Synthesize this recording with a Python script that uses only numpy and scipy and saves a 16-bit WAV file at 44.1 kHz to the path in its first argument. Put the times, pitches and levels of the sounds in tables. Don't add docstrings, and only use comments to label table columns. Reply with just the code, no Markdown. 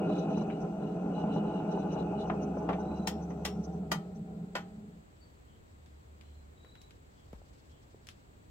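import sys
import numpy as np
from scipy import signal
from scipy.fft import rfft, irfft
from scipy.io import wavfile
from scipy.ndimage import uniform_filter1d

SR = 44100
rng = np.random.default_rng(int(sys.argv[2]) if len(sys.argv) > 2 else 0)


def waveform_to_disk(signal):
    frames = np.transpose(np.atleast_2d(signal))
    scaled = np.clip(frames, -1, 1) * 32767
    samples = np.round(scaled).astype(np.int16)
    wavfile.write(sys.argv[1], SR, samples)


N = 374850

# f/Hz, level/dB
AIR_EQ = [(12, -39), (22, -15), (70, 2.5), (190, -9), (388, -12), (1330, -22), (3160, -31), (4300, -32.5),
          (5530, -41), (7950, -31), (8650, -49), (16000, -40)]
HISS_EQ = [(20, -34.5), (5500, -61), (7000, 1.5), (8150, 10), (8500, -30), (16000, -33.5)]
# f/Hz, left-right likeness
AIR_LIKENESS = [(60, 0.88), (130, 1), (290, 0.18), (640, -0.44), (1400, -0.74), (3100, -0.11),
                (15000, -0.046)]
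SIGNAL_LIKENESS = [(290, 1), (640, 0.67), (1400, 0.49), (4000, 0.31), (15000, 0.29)]
# f/Hz, left minus right/dB
AIR_PAN = [(200, -0.5), (400, 2), (1300, 0), (4400, 0.5), (8000, 7), (15000, 2.5)]
SIGNAL_PAN = [(380, -.5), (700, 1.5), (1300, 2.5), (2400, 1.5), (4400, 4.5), (15000, 4)]
# t/s, level/dB
EFFORT = [(0, 2), (0.418, -0.5), (0.749, -4), (1.35, -0.5), (2.25, -1), (2.75, -3), (3.25, -7), (3.9, -9.5),
          (4.1, -14.5), (4.351, -14), (4.88, -23), (5.08, -32.5)]
# t/s, gain/dB
LURCHES = [(3.578, 6.5), (3.82, 3.5), (3.97, 7), (4.22, 10), (4.419, 7), (4.87, 5)]
# f/Hz, width/Hz, level/dB
HOUSING_MODES = [(172.9, 16.2, 0), (189.4, 13, -6), (208.96, 9.6, -0.5)]
PANEL_MODES = [(268, 10.6, 0), (294.4, 12.8, -0.5), (332.1, 13.1, 0.5), (398.3, 32.4, 0), (422, 28.7, 0),
               (458.7, 29, -6), (510, 23.5, -7.5), (564, 11, -7.5), (623, 21, -8), (645, 10.8, 0.5),
               (661, 72, -11.5), (753.4, 21, -3.5), (790.7, 9.4, -4), (849.3, 30.5, -12), (1018, 83, -22),
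               (1275, 44, -20.5), (1400, 54, -21.5)]
COVER_MODES = [(839, 33, 11), (1006, 56, -6), (1180, 26, -5), (1490, 30, -6)]
WHEEL_MODES = [(2300, 34, -10.5), (2548, 70, -1), (2823, 24, -3.5)]
# f/Hz, level/dB
GRIND_EQ = [(100, -22), (250, 13), (850, -8), (1100, -8.5), (1500, -7), (2000, -19), (3200, -22.5),
            (16000, -60.5)]
# t/s, level/dB
WHIRR_FADER = [(0, -55), (1.0, -59), (1.18, -46), (2.25, -46), (2.47, -58), (2.62, -45), (2.9, -48),
               (4, -75)]
# f/Hz, level/dB
SCRAPE_TONES = [(5750, -7), (5985, 0), (6150, -5), (6300, -10)]
# t/s, level/dB
BINDS = [(0.194, -57), (0.334, -69), (0.382, -63), (0.42, -66), (0.62, -66), (1.201, -68), (1.351, -66),
         (1.722, -66), (1.8, -69), (1.934, -60), (2.284, -68.5), (2.433, -59.5), (2.587, -69), (2.744, -72),
         (2.809, -69.5), (2.98, -68), (3.234, -63), (3.309, -65.5), (3.649, -56.5), (4.162, -69),
         (4.619, -70)]
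# t/s, length/s, low squeal/dB, high squeal/dB
DRY_RUBS = [(0.042, 0.24, -65.5, -63), (0.274, 0.18, -62, -66.5), (0.491, 0.089, -65, -74),
            (0.76, 0.22, -72, -77), (1.13, 0.11, -61.5, -69), (1.294, 0.11, -59, -65.5),
            (1.432, 0.21, -62, -72), (1.689, 0.079, -66, -68), (1.771, 0.074, -68.5, -66),
            (1.89, 0.084, -63.5, -71), (1.972, 0.055, -64.5, -63), (2.174, 0.077, -63.5, -61.5)]
# f/Hz, width/Hz, extra length/s
SQUEALS = [(2875, 85, .08), (3945, 80, .015)]
# f/Hz, width/Hz, level/dB
RASP_BANDS = [(3550, 130, 0), (4360, 30, -2), (5740, 1700, -13.5)]
# t/s, relative boom/dB, relative rattle/dB
KNOCKS = [(0.097, -47, -34.5), (0.374, -20, -33.5), (0.416, -22.5, -35), (1.06, -28.5, -37.5),
          (1.238, -22, -37), (1.361, -21, -32.5), (1.773, -33, -33.5), (1.963, -35, -33.5),
          (2.57, -24.5, -35), (2.994, -24.5, -52), (3.747, -27.5, -50), (4.78, -36, -63)]
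# f/Hz, level/dB
RATTLE_EQ = [(120, -18), (330, 6.5), (850, 0), (1450, -15.5), (1800, -28.5), (8000, -66)]
# t/s, level/dB, body/dB, treble/dB, frame/dB, spring/dB, t60/s
CLACKS = [(0.499, -44, -2, -37, -19, -33, 0.1), (2.298, -38.5, 12.5, -30, -6.5, -31, 0.065),
          (2.6895, -39, 13.5, -21, -22, -42.5, 0.16), (2.729, -42, 4.5, -19.5, -19, -35, 0.11),
          (3.304, -57.5, 10, -21, -1, -34, 0.15), (3.072, -30, -3.5, 4, -6.5, -2, 0.11),
          (3.45, -32, -2.5, 3.5, -3.5, 0, 0.13), (3.916, -29.5, 3, 3, 0.5, -33, 0.12),
          (4.552, -33, 2.5, -4.5, 1, -28, 0.14)]
# f/Hz, level/dB
CLACK_EQ = [(150, -5), (500, 1.5), (850, 6), (1400, -1), (2400, 0), (4500, -8), (7000, -9), (9000, -16),
            (9800, -25.5), (11000, -17.5), (16000, -21)]
# f/Hz, level/dB, t60/s
FRAME_MODES = [(791, -19, .45), (834, -14, .2), (1010, -12, .12), (1190, -10, .16), (1270, -20, .33),
               (1297, -19, .36), (1440, -8, .15), (1810, -10, .14), (1950, -6, .14), (3120, -11, .17),
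               (3320, -14, .16), (4900, -13, .11)]
SPRING_MODES = [(5440, -17, .3), (5420, -8, .1), (5490, -12, .07), (8520, -17, .08)]
# t/s, length/s, rise/s, level/dB
HUMS = [(0.892, 3.17, 2.1, -48.5), (5.454, 1.34, 0.57, -54.5)]
# t/s, length/s, top of the arch f/Hz, relative level/dB
TRILLS = [(2.786, 0.33, 3950, -70), (6.564, 0.312, 3920, -69.5)]
# t/s, length/s, f/Hz, level/dB, rasp/0-1
WHISTLES = [(5.201, 0.05, 4530, -69, 0.05), (5.457, 0.12, 3200, -77.5, 0.5), (6.19, 0.25, 4090, -80, 0.1),
            (6.224, 0.1, 3200, -77, 0.7), (7.144, 0.11, 3230, -77.5, 0.6), (7.677, 0.12, 3280, -76.5, 0.7)]
# t/s, level/dB, centre f/Hz
TWIGS = [(5.861, -60, 2960), (6.211, -54, 2620), (6.648, -55, 1400), (6.754, -53, 1990), (6.816, -55, 5900),
         (6.908, -53.5, 2700), (7.33, -48, 900), (8.07, -48.5, 4030), (8.088, -44, 3550)]
# t/s, level/dB, f/Hz
THUDS = [(6.645, -50, 435), (7.331, -41, 496), (7.332, -40.5, 186), (7.417, -48.5, 603),
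         (7.945, -43.5, 397)]

TIME = np.arange(N) / SR


def gain_of(db):
    return 10 ** (np.asarray(db) / 20)


def unit_rms(x):
    return x / np.sqrt(np.mean(x ** 2) + 1e-20)


def curve_at(points, hz):
    f, value = np.transpose(points)
    return np.interp(np.log(hz + 1), np.log(f + 1), value)


def add(mix, s, sound):
    part = mix[..., max(round(s * SR), 0):][..., :sound.shape[-1]]
    part += sound[..., :part.shape[-1]]


def bins(x):
    return np.fft.rfftfreq(x.shape[-1], 1 / SR)


def noise(size=N):
    return rng.standard_normal((2, size))


def filtered(x, response):
    return irfft(rfft(x) * response, x.shape[-1])


def coloured(x, eq):
    return unit_rms(filtered(x, gain_of(curve_at(eq, bins(x)))))


def resonant(x, modes):
    f, response = bins(x), 0
    for k, (hz, width, db) in enumerate(modes):
        detune = (f - hz) / width
        response += (-1) ** k * gain_of(db) / ((1 + 2j * detune) * (1 + 0.5j * detune))
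    return unit_rms(filtered(x, response))


def wander(hz, size=N):
    coarse = rng.standard_normal(size // 16 + 1)
    slow = filtered(coarse, 1 / (1 + (bins(coarse) / 16 / hz) ** 4))
    return unit_rms(np.interp(np.linspace(0, len(slow) - 1, size), np.arange(len(slow)), slow))


def held(start, length, attack, release):
    t = TIME - start
    return np.clip(np.minimum(t / attack, (length - t) / release), 0, 1)


def swell(s, half_width_s):
    return np.exp(-((TIME - s) / half_width_s) ** 2)


def ring(modes, t):
    return sum(gain_of(db - 60 * t / t60) * np.sin(2 * np.pi * (hz * t + rng.random((2, 1))))
               for hz, db, t60 in modes)


def stereo(pair, likeness, pan, left_lead_s=0):
    left, other = rfft(pair)
    f = bins(pair)
    shared = np.clip(curve_at(likeness, f), -1, 1)
    lean = gain_of(curve_at(pan, f) / 2)
    right = (shared * left + np.sqrt(1 - shared ** 2) * other) * np.exp(-2j * np.pi * f * left_lead_s)
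    return irfft(np.array([left * lean, right / lean]), N)


def air():
    breeze = coloured(noise(), AIR_EQ) * gain_of(-57 + 0.17 * wander(5))
    rumble = resonant(noise(), [(63.5, 33, 12), (97, 25, -1.5)])
    rumble *= gain_of(-68 + 15.3 * swell(7.38, 0.07))
    stirring = noise() * gain_of(7.1 * np.tanh(wander(30)))
    leaves = coloured(stirring, [(300, -26), (2200, 2), (5000, 7.5), (15000, -20)])
    leaves *= gain_of(-84 + 8.5 * swell(7.6, 0.58))
    hiss = gain_of(-83) * coloured(noise(), HISS_EQ)
    return stereo(breeze + rumble + leaves + hiss, AIR_LIKENESS, AIR_PAN)


def effort_db():
    return np.interp(TIME, *np.transpose(EFFORT))


def teeth(per_s, slide, uneven_db):
    impacts = noise() * (rng.random(N) < per_s / SR)
    return (unit_rms(impacts) + slide * noise()) * gain_of(uneven_db * wander(8.5))


def gears():
    drive = teeth(per_s=700, slide=1.2, uneven_db=1.5)
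    boom = resonant(drive, HOUSING_MODES)
    boom = unit_rms(boom / np.sqrt(uniform_filter1d(boom ** 2, 4000) + 0.19))
    panels = resonant(drive, PANEL_MODES) + gain_of(-13.5) * coloured(drive, GRIND_EQ)
    panels /= np.sqrt(uniform_filter1d(unit_rms(panels) ** 2, 3000) * 0.33 + 0.49)
    dull = coloured(panels, [(350, 0), (415, 6.5), (500, 1), (1500, -0.5)])
    slowing = np.interp(TIME, [3, 4.1], [0, 1])
    grind = (1 - slowing) * panels + slowing * dull
    lurch_db = sum(db * swell(s, 0.04) for s, db in LURCHES)
    boom_db, grind_db = -35 + 0.68 * effort_db() + lurch_db, -37 + effort_db()
    running = np.interp(TIME, [4.98, 5.12], [1, 0])
    return running * (gain_of(boom_db) * boom + gain_of(grind_db) * grind)


def whirr():
    level_db = np.interp(TIME, *np.transpose(WHIRR_FADER), right=-np.inf)
    rattling = teeth(per_s=150, slide=0.45, uneven_db=2.5)
    rattling /= np.sqrt(uniform_filter1d(rattling ** 2, 5000))
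    return gain_of(level_db) * resonant(rattling, COVER_MODES)


def wheels():
    rubbing = teeth(per_s=400, slide=1, uneven_db=1.2)
    holds = [gain_of(2 * wander(7)) for _ in WHEEL_MODES]
    song = sum(hold * gain_of(db) * resonant(rubbing, [(hz, width, 0)])
               for hold, (hz, width, db) in zip(holds, WHEEL_MODES))
    return gain_of(-63.5 + 1.96 * effort_db()) * unit_rms(song)


def scrapes(until_s=3.8, edge_s=0.013):
    level = gain_of(-77) * held(0, until_s, edge_s, edge_s)
    level += sum(gain_of(db) * swell(s, edge_s) for s, db in BINDS)
    tones = np.zeros(N)
    for centre_hz, db in SCRAPE_TONES:
        flicker = gain_of(db + 4 * wander(25))
        hz = centre_hz + 60 * wander(30) + 130 * wander(600)
        tones += flicker * np.sin(2 * np.pi * np.cumsum(hz) / SR)
    wide_tones = unit_rms(np.array([tones, tones[::-1]]))
    grit = resonant(teeth(per_s=600, slide=1, uneven_db=3), [(5400, 900, 0)])
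    return level * unit_rms(wide_tones + 0.5 * grit)


def squeals(drift=0.01):
    out = np.zeros((2, N))
    for start, length, low_db, high_db in DRY_RUBS:
        for db, (hz, width, extra_s) in zip((low_db, high_db), SQUEALS):
            size = round((length + extra_s) * SR)
            stroke = signal.windows.tukey(size, 0.7) * gain_of(2.5 * wander(60, size))
            own_hz = hz * (1 + drift * rng.uniform(-0.94, 1))
            squeal = resonant(noise(size), [(own_hz, width, 0)])
            add(out, start - extra_s / 2, gain_of(db) * stroke * squeal)
        rasp = resonant(noise(size), RASP_BANDS)
        add(out, start, gain_of(high_db - 4) * stroke * rasp)
    return out


def knocks():
    out, t = np.zeros((2, N)), np.arange(SR // 4) / SR
    boom = sum(gain_of(db) * np.exp(-np.pi * width * t) * np.sin(2 * np.pi * hz * t)
               for hz, width, db in HOUSING_MODES)
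    boom *= 1 - np.exp(-t / 0.0071)
    jolt = np.exp(-t / 0.009) * (1 - np.exp(-t / 0.0007))
    for s, boom_db, rattle_db in KNOCKS:
        add(out[0], s, gain_of(boom_db - 3) * boom)
        add(out, s, gain_of(rattle_db + 2.5) * jolt * coloured(noise(len(t)), RATTLE_EQ))
    return out


def contacts(touch_lead_s=0.003, pad_s=0.01):
    out, t = np.zeros((2, N)), np.arange(SR // 2) / SR
    grid_hz, pad = np.arange(0, SR / 2, 90), round(pad_s * SR)
    crack = 1.9 * np.exp(-t / 0.004) * (1 - np.exp(-t / 0.002))
    for s, db, body_db, treble_db, frame_db, spring_db, t60 in CLACKS:
        ripple = np.interp(bins(t), grid_hz, 1.5 * rng.standard_normal(len(grid_hz)))
        own_colour = gain_of(4 * np.tanh(ripple))
        metal = coloured(filtered(noise(len(t)), own_colour), CLACK_EQ)
        clatter = gain_of(0.61 * wander(320, len(t)) - 60 * t / t60) * (1 - np.exp(-t / 0.0062))
        iron_tail = gain_of(-28.5 - 60 * t / 0.55) * coloured(metal, [(5000, 3), (9000, -18.5)])
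        frame = gain_of(frame_db) * ring(FRAME_MODES, t) * (1 - np.exp(-t / 0.00047))
        clack = np.pad(metal * (crack + clatter) + iron_tail + frame, ((0, 0), (pad, pad)))
        touch = gain_of(-15) * crack * metal[:, ::-1]
        add(clack, pad_s - touch_lead_s, touch)
        tilt_db = curve_at([(1100, body_db), (2600, 0), (7000, treble_db)], bins(clack))
        add(out, s - pad_s, gain_of(db) * filtered(clack, gain_of(tilt_db)))
        quiver_db = 2 * wander(90, len(t))
        add(out, s, gain_of(db + spring_db + quiver_db) * ring(SPRING_MODES, t))
    return out


def hum(hz=73.3, release_s=0.43):
    cycles = np.cumsum(hz * (1 + 0.0066 * wander(5.7))) / SR
    level = sum(gain_of(db) * held(start, length, rise, release_s) ** 1.02
                for start, length, rise, db in HUMS)
    return level * unit_rms(np.sin(2 * np.pi * cycles))


def wood_echo(call, t60):
    t = np.arange(SR // 8) / SR
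    paths = noise(len(t)) * gain_of(-60 * t / t60)
    return signal.fftconvolve(call[None], paths, axes=1)


def trills(notes_per_s=34.5, sag_hz=140, bend_hz=170):
    out = np.zeros((2, N))
    for s, length, top_hz, db in TRILLS:
        t = np.arange(round(length * SR)) / SR
        arch = np.sin(0.8 * np.pi * t / length)
        notes = np.sin(np.pi * notes_per_s * t) ** 2
        rasp_hz = 55 * wander(260, len(t))
        hz = top_hz - sag_hz * (1 - arch) + bend_hz / 2 * (notes - notes.mean()) + rasp_hz
        envelope = notes * (1 + arch) * signal.windows.tukey(len(t), 0.1)
        song = envelope * np.sin(2 * np.pi * np.cumsum(hz) / SR)
        add(out, s, gain_of(db - 3) * unit_rms(song))
        add(out, s, gain_of(db - 5) * unit_rms(wood_echo(song, t60=0.46)))
    return out


def whistles():
    out = np.zeros((2, N))
    for s, length, pitch_hz, db, rasp in WHISTLES:
        size = round(length * SR)
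        hz = pitch_hz + 260 * rasp * wander(132, size)
        whistle = np.sin(2 * np.pi * np.cumsum(hz) / SR) * signal.windows.tukey(size, 0.4)
        distant = wood_echo(whistle, t60=0.22)
        add(out, s, gain_of(db) * distant / distant[:, :size].std())
    return out


def twigs():
    out, t = np.zeros((2, N)), np.arange(SR // 5) / SR
    envelope = np.exp(-t / 0.0015) + gain_of(-9) * np.exp(-t / 0.023)
    for s, db, hz in TWIGS:
        eq = [(hz / 5, -16), (hz * 0.38, -2), (hz, 0), (hz * 3, -16), (hz * 6, -30)]
        add(out, s, gain_of(db) * envelope * coloured(noise(len(t)), eq))
    return out * gain_of([[1.5], [-1.5]])


def thuds():
    out, t = np.zeros(N), np.arange(SR // 10) / SR
    for s, db, hz in THUDS:
        cycles = hz * t
        push = 2 * cycles * np.exp(1 - 2 * cycles)
        add(out, s, gain_of(db) * push * np.sin(2 * np.pi * cycles))
    return out


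def scene():
    mechanism = gears() + whirr() + wheels() + squeals() + knocks() + contacts() + scrapes()
    placed = stereo(mechanism, SIGNAL_LIKENESS, SIGNAL_PAN, left_lead_s=0.000096)
    return placed + hum() + air() + whistles() + trills() + twigs() + thuds()


def record(dry, cutoff_hz=15900):
    low_pass = signal.firwin(511, cutoff_hz, window=("kaiser", 9), fs=SR)
    return signal.oaconvolve(dry, low_pass[None], "same")


dry = scene()
out = record(dry)
waveform_to_disk(out)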